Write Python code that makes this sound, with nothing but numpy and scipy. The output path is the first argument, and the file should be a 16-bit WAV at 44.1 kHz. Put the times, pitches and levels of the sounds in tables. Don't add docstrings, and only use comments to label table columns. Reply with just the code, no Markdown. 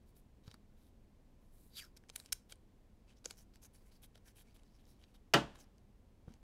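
import sys
import numpy as np
from scipy import signal
from scipy.fft import rfft, irfft, next_fast_len
from scipy.io import wavfile

SR = 44100
rng = np.random.default_rng(int(sys.argv[2]) if len(sys.argv) > 2 else 0)


def wrap_up_sound(samples):
    columns = np.atleast_2d(samples).T
    tamed = np.clip(columns, -1, 1)
    steps = np.round(tamed * 32767).astype(np.int16)
    wavfile.write(sys.argv[1], SR, steps)


N = 283547


def amp(db):
    return 10 ** (np.asarray(db) / 20)


def unit(x):
    return x / np.sqrt(np.mean(x ** 2) + 1e-20)


def along(points, hz):
    f, values = np.transpose(points)
    return np.interp(np.log(hz + 1), np.log(f + 1), values)


def curve(spectrum):
    return lambda hz: amp(along(spectrum, hz))


def spread(knots, t, span):
    return np.interp(t, np.linspace(0, span, len(knots)), knots)


def add(track, start_s, x):
    part = track[round(start_s * SR):][:len(x)]
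    part += x[:len(part)]


def filtered(x, gain):
    m = 2 * next_fast_len(len(x) // 2 + 2048)
    magnitude = np.maximum(gain(np.fft.rfftfreq(m, 1 / SR)), 1e-6)
    cepstrum = irfft(np.log(magnitude), m)
    cepstrum[1:m // 2] *= 2
    cepstrum[m // 2 + 1:] = 0
    return irfft(rfft(x, m) * np.exp(rfft(cepstrum)), m)[:len(x)]


def swept(x, gain):
    hz, t, frames = signal.stft(x, SR, nperseg=256)
    return signal.istft(frames * gain(hz[:, None], t), SR, nperseg=256)[1][:len(x)]


def coloured(x, spectrum):
    return unit(filtered(x, curve(spectrum)))


def resonance(hz, centre_hz, q):
    return 1 / np.sqrt(1 + (q * (hz / centre_hz - centre_hz / (hz + 1))) ** 2)


def burst(gain, t60_s):
    t = np.arange(SR // 12) / SR
    contacts = rng.choice([-1, 1], len(t)) * rng.uniform(0.9, 1, len(t))
    x = filtered(contacts * amp(-60 * t / t60_s), gain)
    return x * np.sqrt(.002 * SR / np.sum(x ** 2))


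def friction(count, grain_db, rate_hz):
    position = np.arange(count) * rate_hz / SR
    knots = rng.standard_normal(int(position[-1]) + 2)
    grip = np.interp(position, np.arange(len(knots)), knots)
    return rng.standard_normal(count) * amp(grain_db * grip)


# f/Hz, level/dB
VENT_SPECTRUM = [(12, -31.5), (20, 3), (96, -7.5), (146, -13), (168, -16.5), (204, -10), (319, -18),
                 (527, -23), (607, -26), (660, -26), (949, -31), (1030, -29.5), (1220, -36), (1960, -37.5),
                 (16000, -51)]


def ventilation():
    return amp(-63.5) * coloured(rng.standard_normal(N), VENT_SPECTRUM)


# f/Hz, t60/s
ROOM_DECAY = [(100, 0.48), (400, 0.2), (1500, .22), (3000, 0.21), (6000, .22), (14000, 0.18)]


def room_tail(build_s):
    tail = swept(rng.standard_normal(SR // 2), lambda hz, t: amp(-60 * t / along(ROOM_DECAY, hz)))
    tail *= 1 - np.exp(-np.arange(len(tail)) / SR / build_s)
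    return tail / np.linalg.norm(tail)


# f/Hz, level/dB
DULL_SPECTRUM = [(60, -18), (200, -14), (430, 2.5), (700, -4), (1400, -5.5), (4000, -34)]
# t/s, level/dB, f/Hz, t60/s
SOFT_BUMPS = [(.478, -38.5, 114, 0.034), (0.5421, -46.5, 216, 0.014), (2.325, -44.5, 56.3, 0.075),
              (3.2595, -43, 515, 0.021), (6.276, -52, 324, 0.067), (6.2798, -37, 144, 0.026),
              (6.304, -49, 225, 0.092)]


def bumps():
    out, t = np.zeros(N), np.arange(SR // 4) / SR
    for start_s, db, hz, t60_s in SOFT_BUMPS:
        swing = np.sin(2 * np.pi * hz * t) * amp(-60 * t / t60_s)
        puff = burst(curve(DULL_SPECTRUM), t60_s=.054)
        add(out, start_s, amp(db) * swing)
        add(out, start_s, amp(db - 18.5) * puff)
    return out


# t/s, relative level/dB
CASE_CONTACTS = [(5.337, -21.5), (5.3407, -22.5)]
# f/Hz, level/dB
CLACK_SPECTRUM = [(60, -34.5), (150, -16), (400, -4), (800, -2), (1350, 1), (2100, -6), (3000, -1.5),
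                  (3900, -12.5), (5200, -8), (8000, -22.5), (12000, -28.5), (16000, -32.5)]
# f/Hz, relative level/dB, t60/s
CASE_TABLE_MODES = [(62, -20.5, 0.55), (132.8, -4.5, .27), (166.7, -5.5, 0.25), (198, -10.5, .25),
                    (260, -8.5, 0.23), (301, -8, 0.27), (333, -3.5, 0.2), (408.3, -3, 0.15),
                    (442, -10.5, 0.28), (572, -3, .23), (687, -9.5, 0.24), (856, -6, 0.14),
                    (888, -11.5, .2), (989, -4.5, 0.12), (1153, -8.5, 0.1), (1238, -5.5, 0.075),
                    (1357, -2.5, .14), (1494, -10.5, .22), (1700, -11, .15), (1910, -6, .1),
                    (2140, -11.5, 0.061), (2436, -4.5, .09), (2870, -3, .11), (3040, -2.5, .09),
                    (3187, -10, .11), (3674, -10, 0.082), (4670, -8, .08)]
# f/Hz, level/dB
REVERB_SPECTRUM = [(50, -26), (110, -12), (200, 1.5), (400, 2), (900, 1), (1600, -2), (2200, -10.5),
                   (3000, -4.5), (4000, -12.5), (5600, -17.5), (8000, -23), (12000, -34), (16000, -40.5)]


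def case_knock():
    out, t = np.zeros(N), np.arange(SR // 2) / SR
    for start_s, db in CASE_CONTACTS:
        add(out, start_s, amp(db + 3.5) * burst(curve(CLACK_SPECTRUM), t60_s=.054))
    edge_s, flat_s = CASE_CONTACTS[0][0], CASE_CONTACTS[-1][0]
    crack = burst(curve(TICK_SPECTRUM), t60_s=.003)
    add(out, flat_s, amp(-31.5) * crack)
    ring = np.zeros(len(t))
    for hz, db, t60_s in CASE_TABLE_MODES:
        swell = 1 - np.exp(-t / (.0017 + 1 / hz))
        ring += swell * amp(db - 60 * t / t60_s) * np.sin(2 * np.pi * (hz * t + rng.random()))
    add(out, edge_s, amp(-25) * ring)
    add(out, edge_s, amp(-41.5) * coloured(room_tail(build_s=.0053), REVERB_SPECTRUM))
    far_room = amp(-46 - 60 * t / .6) * coloured(rng.standard_normal(len(t)), REVERB_SPECTRUM)
    add(out, edge_s, far_room)
    return out


# start/s, end/s, scrape/dB, hiss/dB
FIDGET_SPELLS = [(.09, .24, -89, -82), (1.4, 1.53, -97, -89), (2.26, 2.42, -81, -91),
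                 (3.758, 3.88, -86, -83.5), (4.421, 5.14, -83, -90.5)]


def fidgets(every_s=.07, length_s=.07, scatter_db=1.5, sleeve_hz=3487):
    rows = []
    for first_s, last_s, scrape_db, hiss_db in FIDGET_SPELLS:
        grid_s = np.arange(first_s, last_s - length_s / 2, every_s)
        for due_s, (late, longer, louder, higher) in zip(grid_s, rng.standard_normal((40, 4))):
            start_s = due_s + .18 * late * every_s
            end_s = start_s + length_s * np.exp(.25 * longer)
            db = scatter_db * louder
            rows.append((start_s, end_s, scrape_db + db, hiss_db + db, sleeve_hz * np.exp(.2 * higher)))
    return rows


def pushes(lead_s=.006, trail_s=.0054, scrape_db=-74.5, hiss_db=-85):
    return [(s - lead_s, s + trail_s, scrape_db, hiss_db, ring_hz) for s, _, ring_hz, *_ in FILM_SNAPS]


def crinkles(count, rate_hz=63, db=15.5):
    return amp(db) * (rng.random(count) < rate_hz / SR) * rng.laplace(size=count)


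# f/Hz, level/dB
SCRAPE_SPECTRUM = [(150, -26), (500, 2.5), (1200, -2), (3300, -3.5), (6000, -4), (8500, -11.5),
                   (16000, -34.5)]
# f/Hz, level/dB
HISS_SPECTRUM = [(1000, -36.5), (5500, -10.5), (8000, -4.5), (10000, -0.5), (12000, -1.5), (14000, -7),
                 (16000, -5.5)]
# start/s, end/s, scrape/dB, hiss/dB, sleeve resonance/Hz
RUB_STROKES = [(.166, .183, -83, -73.5, 14000), (0.437, 0.537, -75.5, -86, 4080),
               (0.765, .912, -86, -84, 3700), (1.51, 1.73, -91, -76.5, 3700),
               (2.124, 2.274, -73, -71.5, 9000), (2.496, 2.532, -66.5, -69.5, 3270),
               (3.075, 3.133, -74.5, -91.5, 3060), (3.165, 3.19, -79, -89, 5640),
               (3.264, 3.344, -68, -73, 6200), (3.35, 3.439, -72, -71.5, 6350),
               (3.539, 3.571, -76, -84, 4500), (3.623, 3.666, -68.5, -65.5, 6700),
               (3.738, 3.77, -76, -74, 10400), (3.909, 3.978, -77, -80, 4650),
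               (4.023, 4.058, -70, -66.5, 3420), (4.249, 4.317, -72, -73, 2000),
               (4.355, 4.426, -72, -70, 3160), (4.549, 4.568, -74, -75.5, 3740),
               (4.867, 4.946, -82.5, -77.5, 5500), (5.143, 5.164, -74, -80.5, 3400),
               (5.55, 5.568, -69, -77, 1100), (5.582, 5.641, -69, -73, 6040), (6.27, 6.364, -77, -91, 896)]


def rubbing(overhang_s=.008, uneven_db=2.5):
    out = np.zeros(N)
    for start_s, end_s, scrape_db, hiss_db, sleeve_hz in RUB_STROKES + pushes() + fidgets():
        count = int((end_s - start_s + 2 * overhang_s) * SR)
        hurry = spread(rng.standard_normal(9), np.arange(count), count - 1)
        speed = unit(np.hanning(count) ** .46 * amp(uneven_db * hurry))
        drift = rng.normal(0, .12, size=4)

        def bending(hz, t):
            mode_hz = sleeve_hz * np.exp(spread(drift, t, count / SR))
            return .34 + resonance(hz, mode_hz, q=9.8) + .32 * resonance(hz, 3.4 * mode_hz, q=7.9)

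        card_rub = friction(count, grain_db=4.5, rate_hz=480)
        film_rub = friction(count, grain_db=3.5, rate_hz=1100) + crinkles(count)
        scrape = amp(scrape_db) * coloured(swept(card_rub, bending), SCRAPE_SPECTRUM)
        hiss = amp(hiss_db) * coloured(swept(film_rub, bending), HISS_SPECTRUM)
        add(out, start_s - overhang_s, speed * (scrape + hiss))
    return out


# f/Hz, level/dB
SLIDE_SPECTRUM = [(300, -12), (900, -10), (1400, 0), (3500, -1), (5000, -1), (7000, 2), (9000, -2),
                  (13000, 0.5), (16000, -10)]
# t/s, level/dB
SLIDE_ENVELOPE = [(1.7, -84), (1.724, -77.5), (1.774, -51), (1.79, -48.5), (1.808, -56), (1.85, -61.5),
                  (1.89, -80), (1.9, -98)]
POCKET_START_M, POCKET_END_M, SOUND_M_PER_S = .021, .074, 343
FASTEST_S, EASE_S = 1.823, .015
LIP_HZ, LIP_JUMP_HZ, LIP_OPENS_S, LIP_RELAX_S = 4760, 1000, 1.831, .028


def card_slide():
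    times_s, levels_db = np.transpose(SLIDE_ENVELOPE)
    start_s, length_s = times_s[0], times_s[-1] - times_s[0]
    count = int(length_s * SR)
    flex = .06 * rng.standard_normal(24)

    def sleeve(hz, t):
        now_s = start_s + t
        inserted = 1 / (1 + np.exp((FASTEST_S - now_s) / EASE_S))
        depth_m = POCKET_START_M + (POCKET_END_M - POCKET_START_M) * inserted
        pocket_hz = SOUND_M_PER_S / (4 * depth_m) * np.exp(spread(flex, t, length_s))
        opening = (now_s > LIP_OPENS_S) * np.exp(-abs(now_s - LIP_OPENS_S) / LIP_RELAX_S)
        pocket = resonance(hz, pocket_hz, q=5.5) ** 2
        overtone = resonance(hz / 3, pocket_hz, q=5.5) ** 2
        lip = resonance(hz, LIP_HZ + LIP_JUMP_HZ * opening, q=17) ** 2
        return .14 + pocket + .15 * overtone + .84 * lip

    rub = coloured(friction(count, grain_db=2.5, rate_hz=400), SLIDE_SPECTRUM)
    envelope = amp(np.interp(start_s + np.arange(count) / SR, times_s, levels_db))
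    out = np.zeros(N)
    add(out, start_s, envelope * unit(swept(rub, sleeve)))
    return out


# t/s, level/dB, ring/Hz
FILM_CREASES = [(2.038, -66, 1700), (2.087, -67, 5700), (2.093, -56.5, 2480), (2.557, -69, 9460),
                (3.2437, -58, 4000), (3.2483, -54, 5300), (3.558, -61, 5070), (4.634, -69, 3800),
                (4.854, -70, 5600), (5.782, -70, 4500), (6.339, -63, 5000)]
# t/s, level/dB, ring/Hz, treble edge/Hz, card flick/dB, loss per side tick/dB
FILM_SNAPS = [(.479, -57.5, 4000, 7000, -66, 15), (.5142, -56, 3800, 8150, -62, 16),
              (0.5421, -59, 4570, 10200, -56.5, 18), (1.971, -58.5, 5250, 11500, -81, 2.5),
              (2.099, -48, 6200, 7740, -56, 16), (2.1607, -38, 8800, 13600, -62, 7),
              (2.2, -49.5, 3900, 12020, -59, 26), (2.26, -53.5, 4930, 9910, -75, 13),
              (2.3267, -30, 6500, 14000, -60, 3.5), (2.5229, -47, 3350, 9400, -57, 11),
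              (3.2576, -36.5, 6500, 8800, -50, 10.5), (3.309, -44, 4400, 10500, -54, 11),
              (4.156, -61, 3460, 10000, -60, 9), (4.177, -66, 3800, 9900, -70, 11),
              (5.039, -60, 3300, 5000, -73, 12)]


def ticks(gap_s=.0022, lead_loss_ratio=1.25, crease_edge_hz=9500, crease_flick_db=-8.5):
    rows = [(s, db, ring_hz, crease_edge_hz, db + crease_flick_db) for s, db, ring_hz in FILM_CREASES]
    for middle_s, db, ring_hz, edge_hz, flick_db, side_db in FILM_SNAPS:
        for k in range(-2, 3):
            loss_db = side_db * abs(k) * (lead_loss_ratio if k < 0 else 1)
            late, detune = abs(k) * rng.normal(0, .1, size=2)
            start_s = middle_s + (k + late) * gap_s
            rows.append((start_s, db - loss_db, ring_hz * np.exp(detune), edge_hz, flick_db - loss_db))
    return rows


# f/Hz, level/dB
TICK_SPECTRUM = [(200, -27.5), (700, -14), (1500, 3), (4000, 1.5), (7000, -0.5), (11000, 1), (16000, -3.5)]


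def snaps(flick_lag_s=.0008):
    out = np.zeros(N)
    for start_s, db, ring_hz, edge_hz, flick_db in ticks():
        def flap(hz):
            ringing = .21 + resonance(hz, ring_hz, q=6.2) + .31 * resonance(hz, 2.5 * ring_hz, q=2.2)
            rolloff = 1 / np.sqrt(1 + (hz / edge_hz) ** 10)
            return amp(along(TICK_SPECTRUM, hz)) * ringing * rolloff

        add(out, start_s, amp(db) * burst(flap, t60_s=.0065))
        add(out, start_s + flick_lag_s, amp(flick_db) * burst(curve(DULL_SPECTRUM), t60_s=.0033))
    return out


def scene(table_echo_s=.0013, table_echo_db=-13, room_db=-22):
    film = snaps() + rubbing() + card_slide()
    close = film + bumps()
    add(close, table_echo_s, amp(table_echo_db) * film)
    reflections = signal.fftconvolve(close, room_tail(build_s=.0017))[:N]
    return (close + amp(room_db) * reflections + case_knock() + ventilation())[None]


TOP_HZ = 15800


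def record(dry):
    m = next_fast_len(N + SR // 2)
    low_pass = 1 / (1 + (np.fft.rfftfreq(m, 1 / SR) / TOP_HZ) ** 110)
    return irfft(rfft(dry, m) * low_pass, m)[:, :N]


dry = scene()
out = record(dry)
wrap_up_sound(out)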